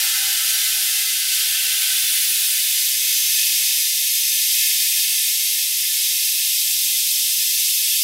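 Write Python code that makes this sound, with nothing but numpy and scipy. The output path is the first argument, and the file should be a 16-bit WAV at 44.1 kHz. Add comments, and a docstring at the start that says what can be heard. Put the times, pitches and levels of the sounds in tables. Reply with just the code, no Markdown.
"""Air leaking past a truck tire's bead

A workshop, one fixed microphone near the tire. Compressed air rushes in from a hose chuck, but the bead
does not seal: the leaking jet hisses and sets the air in the tire and the steel rim ringing. As the tire
is rolled and turned off mic, the hollow part fades and the resonances change. Boots and rubber knock
softly under the hiss."""
import sys
import numpy as np
from scipy import signal
from scipy.fft import rfft, irfft, next_fast_len
from scipy.io import wavfile

SR = 44100
rng = np.random.default_rng(int(sys.argv[2]) if len(sys.argv) > 2 else 0)


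def master(y):
    """Save y as 16-bit WAV."""
    cut = np.clip(np.atleast_2d(y).T, -1, 1)
    pcm = np.round(cut * 32767)  # scale
    wavfile.write(sys.argv[1], SR, pcm.astype(np.int16))


N = 354123

# air leaving the bead gap, before trim and flutter: (time [s], level [dB])
LEAK_LEVEL = [(0.0, -18.6), (0.4, -19.5), (0.5, -18.5), (1.25, -20), (1.35, -18), (1.5, -19.5), (2.15, -18),
              (2.95, -19.1), (3.3, -17.5), (3.7, -18), (3.9, -19.4), (4.65, -17), (5.05, -18.5),
              (5.15, -18), (5.7, -20), (5.95, -19), (6.6, -19), (8.03, -18)]
# pose of the tire: (time [s], turn [0 = rim on mic, 1 = turned away])
TIRE_TURN = [(0, 0.025), (2.0, 0.074), (2.6, 0.32), (3.0, 0.62), (4.0, 0.96), (8.03, 0.95)]
# broad colour of the jet: (frequency [Hz], relative level facing [dB], turned [dB])
JET_SPECTRUM = [(300, -46, -83), (710, -41.5, -46.5), (1197, -36, -52.5), (1472, -18.5, -37.5),
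                (2005, -22.5, -27), (2374, -11, -15), (3350, 0, -2), (4380, -1, -4), (5300, -2.5, -2),
                (7440, -2, -4), (10140, 0, -2.1), (12200, -1.1, -0.8), (13640, -2.8, -3.5),
                (16500, -8.5, -8.5)]
# air modes inside the tire: (centre [Hz], width [Hz], lift facing [dB], lift turned [dB])
TIRE_AIR_MODES = [(790.5, 38, 28.5, 24.5), (842.4, 16, 25.5, 27), (914, 31, 16, 24), (1006, 26, 15.5, 25.5),
                  (1115, 26, 11.5, 30.5), (1230, 40, 15.5, 15), (1302, 25, 17.5, 9), (1313, 11, 10.5, 9),
                  (1367, 44, 11, 18), (1414, 22, 8, 1), (1515, 6, 17, 20), (1537.6, 24.4, 18, 11.5),
                  (1575, 20, 8.5, 13), (1630, 26, 17.5, 10), (1683, 40, 9.5, 13), (1750.2, 22, 8, 20.5),
                  (1770.6, 29.6, 17, 15), (1810.5, 31, 9.5, 17), (1833, 26, 7, 5), (1904, 48, 14.5, 13),
                  (1960, 23, 13, 15.5), (2049, 46, 23, 20), (2134, 61, 8.5, 13), (2223, 128, 11.5, 13.5),
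                  (2458, 91, 9, 9), (2553, 56, 7.5, 11), (2667, 25, 10, 11), (2720, 53, 7, 9.5)]
# resonances of rim well and bead gap: (centre [Hz], width [Hz], lift facing [dB], lift turned [dB])
RIM_RESONANCES = [(2820, 15, 3, 9.5), (2963, 115, 7, 3.5), (3144, 64, 5, 4), (3214, 15, 6, 6.5),
                  (3520, 44, 7, 4), (3586, 51, 1.5, 6), (3765, 22, 4.5, 7), (3800, 14, -4, 6),
                  (4110, 65, 4.5, 2), (4170, 102, 0, 2.5), (4540, 45, 1.5, 4.5), (4620, 87, 4.5, 2.5),
                  (4870, 51, 3, 3), (5074, 290, 4, 3.5), (5315, 44, 2.5, 1), (5480, 61, 0.5, 4.5),
                  (5680, 62, 2, 4), (5700, 102, 4, -1), (6350, 38, 2, 3), (6482, 81, 2.5, 2.5),
                  (7421, 51, 2, 2), (7670, 51, -1, 3.5), (7750, 50, -1.5, 5), (8030, 49, -3, 3),
                  (8480, 75, 2.5, 3.5), (9035, 74, 0, 5.5), (11300, 91, -5, 3), (11639, 57, 6, 3.5)]
# target for the tire's low ring, below RING_TOP_HZ: (time [s], level [dB])
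LOW_RING_LEVEL = [(0.0, -46.5), (1.2, -58.5), (1.8, -54), (2.05, -57), (2.95, -62.1), (3.75, -59),
                  (3.9, -64.5), (4.35, -62), (8.03, -63.5)]
# breathy edge tone and its octave: (centre [Hz], width [Hz])
EDGE_TONE_BANDS = [(6140, 210), (12265, 86)]
# flares of the edge tone: (time [s], half length [s], lift [dB])
EDGE_TONE_FLARES = [(3.12, .33, 5), (4.3, .2, 4)]
# beams of hiss crossing the microphone: (time [s], half length [s], centre [Hz], width [Hz], lift [dB])
HISS_BEAMS = [(1.75, .45, 3160, 2000, 2.3), (2.25, .4, 15000, 2600, 4.5), (2.25, 0.49, 9900, 1600, 3),
              (3.55, .25, 5400, 1100, 1.5), (5.66, 0.074, 7000, 4000, -1)]
# boots, hands and rubber: (time [s], peak [dB], centre [Hz], width [Hz], t60 of the room blur [s])
SOFT_KNOCKS = [(1.660, -50, 498, 220, 0.22), (2.125, -58, 330, 300, .45), (2.290, -47, 331, 260, .22),
               (2.760, -62, 400, 250, .2), (2.855, -64, 70, 50, .2), (5.066, -48, 210, 270, .3),
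               (7.372, -56, 58, 45, .28), (7.556, -50, 63, 45, .2), (7.765, -60, 62, 50, .45)]
# low rush of air in tire and hose: (frequency [Hz], relative density [dB])
RUSH_SPECTRUM = [(15, -42), (25, -16), (45, -6), (75, -3), (108, -1.5), (151, -2), (208, -9), (246, -6.5),
                 (279, 1), (321, -8), (424, -3.5), (552, -9), (592, -9), (700, -7.5), (910, -45),
                 (1540, -120)]

FRAME, HOP = 6144, 1536   # samples
RING_TOP_HZ, RING_FULL_HZ, RING_GONE_HZ = 1200, 950, 2300
ROLL_SETTLE_S = 1.895   # time constant: the tire rolls fast at first, then slowly comes to rest


def leak(trim_db=0.36, flutter_db=0.29, flutter_rate=18):
    """Turbulent air escapes at the bead; the flow flutters and the colour follows the tire's pose."""
    hz, t, turbulence = signal.stft(rng.standard_normal(N), SR, nperseg=FRAME, noverlap=FRAME - HOP)
    bins = hz[:, None]
    turn = np.clip(in_time(TIRE_TURN, t), 0, 1)
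    db = (1 - turn) * jet_colour(bins, pose=1) + turn * jet_colour(bins, pose=2)
    db = db + reflections(bins, t) + beams(bins, t) + edge_tone(bins, t, turn) + hollow(bins, t, turn)
    gain = with_low_ring(from_db(db), hz, t)
    hiss = signal.istft(turbulence * gain, SR, nperseg=FRAME, noverlap=FRAME - HOP)[1][:N]
    now = np.arange(N) / SR
    flutter = flutter_db * drift(now, flutter_rate)
    return rms_one(hiss) * from_db(in_time(LEAK_LEVEL, now) + trim_db + flutter)


def jet_colour(hz, pose):
    """The jet's spectrum, lifted at each resonance of tire and rim (dB); pose 1 is on mic, 2 is off."""
    modes = TIRE_AIR_MODES + RIM_RESONANCES
    lifts = sum(lift[pose - 1] * bell(hz, centre, width) for centre, width, *lift in modes)
    return spectrum_db(JET_SPECTRUM, hz, column=pose) + lifts


def with_low_ring(gain, hz, t, trim_db=0.1):
    """The tire's lowest air modes swell or fade toward the low ring's level; total power is 1."""
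    power = gain ** 2
    share_db = 10 * np.log10(power[hz < RING_TOP_HZ].sum(axis=0) / power.sum(axis=0))
    lift_db = in_time(LOW_RING_LEVEL, t) - in_time(LEAK_LEVEL, t) - share_db + trim_db
    reach = np.interp(hz, [RING_FULL_HZ, RING_GONE_HZ], [1, 0])
    gain = gain * from_db(np.outer(reach, lift_db))
    return gain / np.sqrt(np.sum(gain ** 2, axis=0))


def hollow(hz, t, turn, sinks_at_s=5.88, sink_s=0.77, sink_db=4.5):
    """Off mic, the hollow middle swells and sags with the leak; it sinks once the tire is still (dB)."""
    leak_db = in_time(LEAK_LEVEL, t)
    swing_db = turn * (leak_db - leak_db.mean())
    sunk = np.clip((t - sinks_at_s) / sink_s, 0, 1)
    return (swing_db - sink_db * sunk) * bell(hz, centre=1900, width=810)


def edge_tone(hz, t, turn, facing_db=2, turned_db=4):
    """A breathy whistle grows out of the hiss as the tire turns, and flares twice (dB)."""
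    flares_db = sum(db * hump(t, s, half) for s, half, db in EDGE_TONE_FLARES)
    lift_db = (1 - turn) * facing_db + turn * turned_db + flares_db
    return lift_db * sum(bell(hz, centre, width) for centre, width in EDGE_TONE_BANDS)


def beams(hz, t):
    """Narrow beams of hiss sweep onto the microphone, or briefly off it, as the tire rolls (dB)."""
    return sum(db * hump(t, s, half) * bell(hz, centre, width)
               for s, half, centre, width, db in HISS_BEAMS)


def reflections(hz, t, ripple_db=0.76, first_s=.0016, last_s=.05, shift_s=0.000902, scatter_hz=2200):
    """Echoes off floor, body and stacked tires comb the hiss (dB); paths shift with roll and sway."""
    roll = 1 - np.exp(-t / ROLL_SETTLE_S)
    db = 0
    for late, slide in rng.random((24, 2)):   # one draw per echo path
        sway = 0.033 * drift(t, rate=2.14)
        delay = first_s * (last_s / first_s) ** late + shift_s * ((2 * slide - 1) * roll + sway)
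        db = db + ripple_db * np.cos(2 * np.pi * hz * delay)
    return db * hz ** 2 / (hz ** 2 + scatter_hz ** 2)   # long waves bend round small obstacles


def knocks(rise_s=0.01, room_gain=0.76, note_t60_ratio=0.79):
    """Each soft contact rings one damped note, blurred by the workshop into a longer, dull burst."""
    out, t = np.zeros(N + SR), np.arange(SR) / SR
    for s, db, hz, width, t60 in SOFT_KNOCKS:
        band = np.exp(-2 * ((np.fft.rfftfreq(SR, 1 / SR) - hz) / width) ** 2)
        blur = rms_one(irfft(band * rfft(rng.standard_normal(SR)), SR)) * from_db(-60 * t / t60)
        note = np.sin(2 * np.pi * hz * t) * from_db(-60 * t / (note_t60_ratio * t60))
        burst = (note + room_gain * blur) * np.minimum(t / rise_s, 1) ** 2
        start = int(s * SR)
        out[start:start + SR] += from_db(db) * burst / np.abs(burst).max()
    return out[:N]


def rush(mean_db=-72, db_per_ring_db=0.53):
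    """Far under the hiss, air rushes in tire and hose, rising and falling with the low ring."""
    size = 2 * next_fast_len(N // 2 + 1)
    colour = from_db(spectrum_db(RUSH_SPECTRUM, np.fft.rfftfreq(size, 1 / SR)))
    noise = irfft(colour * rfft(rng.standard_normal(size)))[:N]
    ring_db = in_time(LOW_RING_LEVEL, np.arange(N) / SR)
    return from_db(mean_db + db_per_ring_db * (ring_db - ring_db.mean())) * rms_one(noise)


def from_db(db):
    """Decibels to gain."""
    return 10 ** (np.asarray(db) / 20)


def rms_one(x):
    """Scale to rms 1."""
    return x / np.sqrt(np.mean(x ** 2) + 1e-20)


def in_time(curve, t):
    """A (time, value) curve at the times t."""
    return np.interp(t, *np.transpose(curve))


def spectrum_db(points, hz, column=1):
    """One column of a spectrum, joined by lines over log frequency."""
    points = np.array(points)
    return np.interp(np.log(hz + 1), np.log(points[:, 0]), points[:, column])


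def bell(hz, centre, width):
    """The shape of a resonance, 1 at its top."""
    return 1 / (1 + (2 * (hz - centre) / width) ** 2)


def hump(t, centre, half):
    """A smooth rise and fall, 1 at its top."""
    return np.exp(-((t - centre) / half) ** 2)


def drift(t, rate):
    """A random wander with `rate` changes a second."""
    return np.interp(t * rate, np.arange(200), rng.standard_normal(200))


def scene():
    """Hiss in front, knocks and rush beneath; one microphone feeds both channels."""
    return np.tile(leak() + knocks() + rush(), (2, 1))


def record(dry, cutoff_hz=15750):
    """A steep low-pass cuts the top of the microphone's signal."""
    return signal.sosfilt(signal.ellip(14, .1, 90, cutoff_hz, fs=SR, output="sos"), dry)


dry = scene()
out = record(dry)
master(out)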